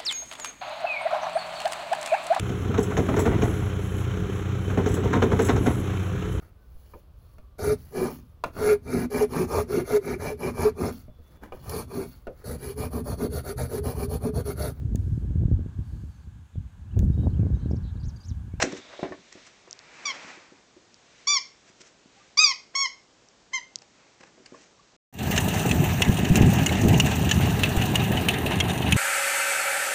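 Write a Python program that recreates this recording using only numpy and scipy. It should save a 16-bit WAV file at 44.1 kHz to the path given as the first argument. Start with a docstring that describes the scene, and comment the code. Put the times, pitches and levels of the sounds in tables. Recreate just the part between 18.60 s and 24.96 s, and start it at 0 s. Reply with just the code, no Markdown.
"""A rubber squeaky toy sounds five times as a puppy bites it, on a carpet in a small room.
Each bite drives air through a reed, whose pitch rises and falls with the pressure.
Between bites, paws and toy bump and scuff on the floor and teeth tick on the rubber.
Fur brushes the furniture and air seeps out of the toy and back in, over a faint steady hiss."""
import sys
import numpy as np
from scipy import signal
from scipy.fft import rfft, irfft
from scipy.io import wavfile

SR = 44100
rng = np.random.default_rng(int(sys.argv[2]) if len(sys.argv) > 2 else 0)


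def wav_record(signal):
    """Record a signal, one row per channel, as 16-bit PCM in the file named by sys.argv[1]."""
    frames = np.transpose(np.atleast_2d(signal))
    bounded = np.clip(frames, -1, 1)
    # unit amplitude maps onto the largest positive 16-bit level
    quanta = np.round(bounded * 32767).astype(np.int16)
    wavfile.write(sys.argv[1], SR, quanta)


N = 280689
T = np.arange(N) / SR

# paws and toy landing on the carpet: (time [s], level [dB], contact time [ms])
LANDINGS = [(0.023, -35, 0.31), (0.037, -17.5, 2.34), (0.072, -26.5, 2.9), (0.128, -24, 2.54),
            (0.391, -29.5, 1.23), (0.429, -16.5, 1.25), (0.444, -25.5, 1.8), (0.508, -32, 3.2),
            (0.521, -28, 0.56), (0.753, -40, 1.9), (0.777, -42.5, 0.7), (1.073, -40.5, 1.04),
            (1.645, -45, 4.8), (1.773, -43, 2.5), (1.918, -41, 2.9), (2.165, -44.5, 2.9), (3.204, -47, 3.6),
            (3.457, -45.5, 3.6), (3.826, -50.5, 1.8), (5.607, -43, 0.72), (5.632, -48, 0.28),
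            (5.776, -45.5, 1.52), (5.921, -35, 2.7), (5.946, -40.5, 0.71)]


def squeaks(attack_s=0.0051, release_s=0.017, squeeze_db_per_hz=0.0336, full_tone_hz=1040):
    """Source and filter: a reed chops the airflow into harmonics that sweep through tube resonances."""
    # bites: (time [s], length [s], pitch [Hz], pitch lift at the hardest squeeze [Hz],
    # time to that squeeze [s], its half length [s], level [dB], fade [dB/s])
    bites = [(1.451, 0.072, 1129, 60, 0.0033, .018, -34, -28),
             (2.6695, 0.12, 1112, 66.2, 0.045, 0.049, -21.5, 9.5),
             (3.771, 0.16, 1125, 155, .0495, .036, -24.5, 8.5),
             (4.149, .125, 1105, 19.9, 0.0638, 0.013, -23.5, 25),
             (4.931, 0.067, 1057, 9.2, 0.013, 0.007, -22.5, 114)]
    # the reed as the jaws shade it, per bite: (level of each of harmonics 1 to 7 [dB])
    spectra = [(-5.5, 0.5, -0.5, -6.5, -1.5, -10.5, -31), (-12.5, -7.5, -11, -8.5, -1, -10, -36),
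               (-7.5, -3, -7.5, -3.5, -0.5, -11, -28), (-9.5, -2.5, -7.5, -9, -2.5, -7.5, -22),
               (-14.5, -2.5, -7.5, -11, -14, -8, -21.5)]
    # two near reflections per bite: (delay [ms], gain [ratio], delay [ms], gain [ratio])
    reflections = [(1.04, 0.48, 4.95, 0.22), (2.81, 0.39, 2.0, 0.44), (1.08, 0.42, 3.1, 0.15),
                   (1.96, 0.5, 6.74, 0.13), (5.13, 0.13, 0.85, 0.49)]
    # unsteadiness of the reed, per bite: (pitch jitter [ratio], air level [dB])
    rasps = [(.011, -20), (0.00092, -25), (0.0025, -20), (0.0011, -22), (0.0014, -27)]
    # resonances of the reed's tube: (frequency [Hz], width [Hz], boost [dB])
    tube = [(2455, 140, 10), (4609, 35, 8), (4808, 135, 16)]
    # spectrum of the rushing air: (frequency [Hz], level [dB])
    air_colour = [(40, -34.5), (100, -23.5), (300, -12.5), (750, -1), (1500, -14), (2400, -7.5),
                  (3200, -10.5), (5200, -1.5), (6800, 3.5), (8000, -3.5)]
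    start_flat_hz, start_s, sag_hz_per_s = 125, 0.0033, 144
    end_flat_hz, end_s, end_jitter = 190, 0.0139, 0.0209
    out = np.zeros(N)
    wobble, flutter_db = walk(700), 1.5 * walk(300)
    air = colour(rng.standard_normal(N), air_colour)
    for bite, harmonics, echoes, (jitter, air_db) in zip(bites, spectra, reflections, rasps):
        s, length, reed_hz, lift_hz, crest, half, db, fade = bite
        t = T[:int(length * SR)]
        span = int(s * SR) + np.arange(len(t))
        squeeze_hz = lift_hz * np.exp(-((t - crest) / half) ** 2)
        # the reed comes up to pitch, sags as the toy empties, then drops raggedly as the air runs out
        spent = np.exp((t - length) / end_s)
        flat_hz = start_flat_hz * np.exp(-t / start_s) + sag_hz_per_s * t + end_flat_hz * spent
        hz = (reed_hz + squeeze_hz - flat_hz) * (1 + (jitter + end_jitter * spent) * wobble[span])
        phase = 2 * np.pi * np.cumsum(hz) / SR
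        dull_db = 50 * np.maximum(1 - hz / full_tone_hz, 0)  # a weakly blown reed loses its edge
        reed = undb(air_db) * air[span] * (1 + np.cos(phase))  # air hisses while the reed is open
        for k, harmonic_db in enumerate(harmonics, 1):
            tube_db = sum(boost / (1 + (2 * (k * hz - f) / width) ** 2) for f, width, boost in tube)
            reed += undb(harmonic_db + tube_db - dull_db * (k - 2)) * np.sin(k * phase)
        # loudness follows the squeeze until the jaws let go
        gate = np.minimum(np.minimum(t / attack_s, (length - t) / release_s), 1)
        reed *= gate * undb(db + squeeze_db_per_hz * squeeze_hz - fade * t + flutter_db[span])
        add(out, s, reed)
        for ms, gain in np.reshape(echoes, (-1, 2)):
            add(out, s + ms / 1000, gain * reed)
    return out


def peeps(jitter=0.024):
    """Near its threshold of oscillation the reed gives only a faint, unsteady fundamental."""
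    # light squeezes: (peak time [s], pitch [Hz], level [dB], half length [s])
    squeezes = [(3.575, 790, -58.5, 0.016), (3.614, 1186, -58.5, 0.016), (5.947, 1123, -44.5, 0.0043),
                (6.199, 1130, -53, 0.0072)]
    out = np.zeros(N)
    wobble = 1 + jitter * walk(400)
    for s, hz, db, half in squeezes:
        envelope = undb(db) * np.exp(-((T - s) / half) ** 2)
        out += envelope * np.sin(2 * np.pi * np.cumsum(hz * wobble) / SR)
    return out


def bumps(landings, detune=0.041, lowest_hz=100):
    """Impact excitation: a soft push rings the floor's modes; longer contact gives a duller bump."""
    # modes of the floor: (frequency [Hz], level [dB], t60 [s])
    floor_modes = [(112, -24.5, 0.11), (229.6, -12, 0.068), (298, -4, 0.048), (370.5, -2, 0.04),
                   (479, -2.5, 0.05), (565, -2, 0.062), (671, 0, 0.051), (870, -9, 0.087), (1081, -4, 0.11),
                   (1830, 7, 0.028), (2040, -3, 0.018), (2500, -7, 0.056)]
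    out, t = np.zeros(N), T[:SR // 5]
    hz, db, t60 = np.transpose(floor_modes)[:, :, None]
    places = rng.standard_normal((len(landings), 2, len(floor_modes), 1))
    for (s, peak_db, contact_ms), (shift, swing) in zip(landings, places):
        # the point of impact decides which way each mode swings
        modes = np.sign(swing) * np.sin(2 * np.pi * hz * (1 + detune * shift) * t)
        ring = (modes * undb(db) * decay(t, t60)).sum(0)
        push = np.hanning(int(contact_ms * SR / 1000))
        bump = band(signal.fftconvolve(ring, push), lowest_hz, "high")
        add(out, s, undb(peak_db) * bump / abs(bump).max())
    return out


def steps(per_s=24, contact_ms=3.5, spread_db=8.5):
    """An irregular impact train: light landings as the puppy shifts its feet."""
    # spells of shuffling: (start [s], end [s], level [dB])
    shuffles = [(0.058, .16, -37), (0.424, .56, -42), (3.033, 3.1, -53.5), (5.622, 5.8, -56),
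                (5.939, 6.02, -46)]
    landings = []
    for start, end, db in shuffles:
        slots = np.arange(start, end, 1 / per_s)
        for s, (late, size) in zip(slots, rng.random((20, 2))):
            landings.append((s + late / per_s, db + spread_db * (2 * size - 1), contact_ms))
    return landings


def ticks(rise_s=0.00013, tube_hz=4850, tube_db=-21.5, tube_t60=0.013, lowest_hz=3200):
    """Damped free vibration: each slip of a tooth rings briefly and faintly excites the toy's tube."""
    # teeth slipping off wet rubber: (time [s], level [dB], frequency [Hz], t60 [ms])
    slips = [(1.1101, -23.5, 6200, 2.3), (1.1288, -21.5, 5450, 2.8), (1.1912, -27, 4600, 0.83),
             (2.3431, -33.5, 5130, 1.3), (4.6867, -39.5, 5680, 4.1), (5.1577, -11, 5700, 1.03),
             (5.1873, -34, 4970, 3.3), (5.2193, -37.5, 5600, 2), (5.8600, -38, 4620, 11)]
    out, t = np.zeros(N), T[:SR // 40]
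    onset = 1 - np.exp(-(t / rise_s) ** 2)
    tube = undb(tube_db) * onset * decay(t, tube_t60) * np.sin(2 * np.pi * tube_hz * t)
    for s, db, hz, t60_ms in slips:
        envelope = onset * decay(t, t60_ms / 1000)
        ring = envelope / envelope.max() * np.sin(2 * np.pi * hz * t)
        add(out, s, undb(db) * (ring + tube))
    return band(out, lowest_hz, "high")


def scuffs(split_hz=3200, rise_share=0.72):
    """Friction noise: carpet fibres slip in short swells, during drags and under landings."""
    # toy or claw dragged over the pile: (peak time [s], level [dB], length [s], treble tilt [dB])
    drags = [(0.004, -27.5, .02, -6), (0.028, -17, 0.0093, 5.5), (0.126, -35.5, 0.0061, 3),
             (0.176, -54.5, 0.038, 16), (0.339, -45, 0.074, -24), (0.47, -45, 0.093, -33),
             (0.727, -45, 0.0028, 9), (0.873, -55, 0.019, 12), (3.095, -61.5, 0.036, 11),
             (3.217, -57, 0.011, 21.5), (3.273, -67, 0.076, 17.5), (3.792, -30.5, 0.0035, -7),
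             (4.147, -43, 0.0043, -3.5), (4.928, -53, 0.012, -2), (5.222, -46, 0.003, 3),
             (5.612, -49, .007, 2), (5.638, -43.5, .006, -2), (5.676, -58, 0.035, 2),
             (5.864, -52, 0.0057, 13.5), (6.021, -65, 0.18, 13)]
    # spectrum of the slipping pile: (frequency [Hz], level [dB])
    pile_colour = [(25, -23.5), (60, -1.5), (115, -3), (160, -20.5), (215, -10.5), (550, 5.5), (850, 1),
                   (1150, -1.5), (1700, 1), (2700, -4.5), (3400, -13), (4600, -12), (5600, -7), (7000, -10),
                   (8200, -11.5), (11000, -51.5)]
    crush_db, soft_db_per_ms, crush_tilt_db, rise_s, fall_s = -11.5, 5, -27, 0.0017, 0.013
    grain = colour(fibres(spread_db=2.5), pile_colour)
    low, high = band(grain, split_hz, "low"), band(grain, split_hz, "high")
    # a landing crushes the pile, less so when it is soft
    low_power = sum(swell(s + rise_s, db + crush_db - soft_db_per_ms * contact_ms, rise_s, fall_s)
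                    for s, db, contact_ms in LANDINGS)
    high_power = low_power * undb(crush_tilt_db) ** 2
    for s, db, length, tilt_db in drags:
        power = swell(s, db, rise_share * length, (1 - rise_share) * length)
        low_power += power
        high_power += power * undb(tilt_db) ** 2
    return low * np.sqrt(low_power) - high * np.sqrt(high_power)


def fur(uneven_db=0.9):
    """Sliding friction: fur brushes unevenly along the furniture."""
    # strokes of fur: (peak time [s], level [dB], rise [s], fall [s])
    strokes = [(.05, -47.5, .1, 0.21), (1.54, -44, 0.21, 0.14), (1.69, -44.5, 0.21, 0.12),
               (5.38, -62, .08, 0.31)]
    # spectrum of the brushing: (frequency [Hz], level [dB])
    fur_colour = [(88, -34.5), (150, -15.5), (297, -6.5), (407, -10.5), (481, -6.5), (920, -5.5),
                  (1520, -5), (2410, -2.5), (3050, -12.5), (5930, -14.5), (8000, -18), (10400, -55.5),
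                  (17600, -120)]
    return colour(fibres(spread_db=1), fur_colour) * swells(strokes) * undb(-uneven_db * walk(43))


def leak():
    """Flow noise: air slips out through the reed too slowly to set it oscillating."""
    # escapes of air: (peak time [s], level [dB], rise [s], fall [s])
    escapes = [(.02, -53, .05, 0.13), (.42, -53, .15, 0.041), (.8, -54, 0.27, 0.2), (2.6, -56.5, 0.2, 0.4),
               (3.59, -59.5, 0.11, 0.23)]
    # spectrum of the escaping air: (frequency [Hz], level [dB])
    leak_colour = [(500, -30), (1500, -7.5), (2300, -3.5), (3000, -8.5), (3800, -7.5), (4600, -11),
                   (6000, -9.5), (8000, -17)]
    return colour(rng.standard_normal(N), leak_colour) * swells(escapes)


def vent(centre_hz=3630, width_hz=550):
    """Narrow-band flow noise: air is drawn back in through the toy's vent."""
    # intakes of air: (peak time [s], level [dB], rise [s], fall [s])
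    intakes = [(.16, -54.5, .5, .3), (.43, -53, 0.18, 0.05), (.85, -63, .04, 0.044)]
    resonance = signal.iirpeak(centre_hz, centre_hz / width_hz, fs=SR)
    air = signal.lfilter(*resonance, rng.standard_normal(N))
    return air / air.std() * swells(intakes)


def room(x, wet_db, t60=0.22, gap_s=0.0017, build_s=0.003, early_db=4, early_s=0.015):
    """Reverberation: in a small carpeted room, reflections thicken after a short gap and die quickly."""
    # spectrum of the reflections: (frequency [Hz], level [dB])
    room_colour = [(100, -0.5), (160, -3), (400, 5), (1100, -5), (2300, -0.5), (3400, -4), (5500, -3.5),
                   (8000, -3.5), (12000, -19.5)]
    t = T[:SR // 2]
    build = np.clip((t - gap_s) / build_s, 0, 1)
    fade = decay(t, t60) * undb(early_db * np.exp(-t / early_s))
    tail = colour(rng.standard_normal(len(t)), room_colour) * fade * build
    return x + undb(wet_db) * signal.fftconvolve(x, tail / np.linalg.norm(tail))[:N]


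def hiss(level_db=-60):
    """Stationary broadband noise: a faint, steady background."""
    # spectrum of the hiss: (frequency [Hz], level [dB])
    hiss_colour = [(15, -42.5), (25, -13.5), (48, -5.5), (83, -9), (108, -3.5), (301, -2.5), (384, -3),
                   (502, -3.5), (554, -4), (596, -4.5), (2120, -12), (6990, -12.5), (8500, -17),
                   (11000, -63), (18700, -120)]
    return undb(level_db) * colour(rng.standard_normal(N), hiss_colour)


def fibres(spread_db, snap_samples=16):
    """Amplitude-modulated noise: dense tiny snaps of uneven size, as from fibres slipping."""
    sizes = undb(spread_db * np.minimum(rng.exponential(size=N // snap_samples + 1), 4))
    return rng.standard_normal(N) * np.repeat(sizes, snap_samples)[:N]


def swell(s, db, rise, fall):
    """Power envelope with exponential growth to a peak at time s, then exponential decay."""
    time_constants = np.maximum((s - T) / rise, (T - s) / fall)
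    return undb(db) ** 2 * np.exp(-2 * np.minimum(time_constants, 20))


def swells(rows):
    """Incoherent addition: overlapping swells sum in power, and the root is their gain."""
    return np.sqrt(sum(swell(*row) for row in rows))


def decay(t, t60):
    """Exponential damping by 60 dB in t60 seconds."""
    return np.exp(-np.log(1000) * t / t60)


def walk(per_s):
    """Random modulation: interpolated Gaussian points, with a spread near 1."""
    points = rng.standard_normal(N // 10)
    return np.interp(T * per_s, np.arange(len(points)), points)


def colour(x, points):
    """Spectral shaping by (frequency [Hz], level [dB]) points, scaled to rms 1."""
    hz, db = np.transpose(points)
    bin_hz = np.maximum(np.fft.rfftfreq(len(x), 1 / SR), 1)
    gain = undb(np.interp(np.log(bin_hz), np.log(hz), db))
    shaped = irfft(rfft(x) * gain, len(x))
    return shaped / shaped.std()


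def band(x, hz, kind, order=2):
    """Maximally flat low-pass or high-pass filter."""
    return signal.sosfilt(signal.butter(order, hz, kind, fs=SR, output="sos"), x)


def add(track, s, sound):
    """Superpose a sound on a track from time s."""
    start = int(s * SR)
    track[start:start + len(sound)] += sound[:N - start]


def undb(db):
    """Decibels to amplitude ratio."""
    return 10 ** (np.asarray(db) / 20)


def scene():
    """Superposition: toy, floor and teeth with their reverberation, then fur, seeping air and hiss."""
    background = hiss()
    toy = room(squeaks() + peeps(), wet_db=-13.5, early_db=6, t60=0.31, gap_s=0.0042, build_s=0.007)
    teeth = room(ticks(), wet_db=-34.5)
    floor = room(scuffs() + bumps(LANDINGS + steps()), wet_db=-12.5)
    return (toy + floor + teeth + fur() + leak() + vent() + background)[None]


def record(dry, soft_hz=7700, top_hz=8500):
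    """Band limiting: the treble rounds off, then stops."""
    return band(band(dry, soft_hz, "low", order=7), top_hz, "low", order=16)


dry = scene()
out = record(dry)
wav_record(out)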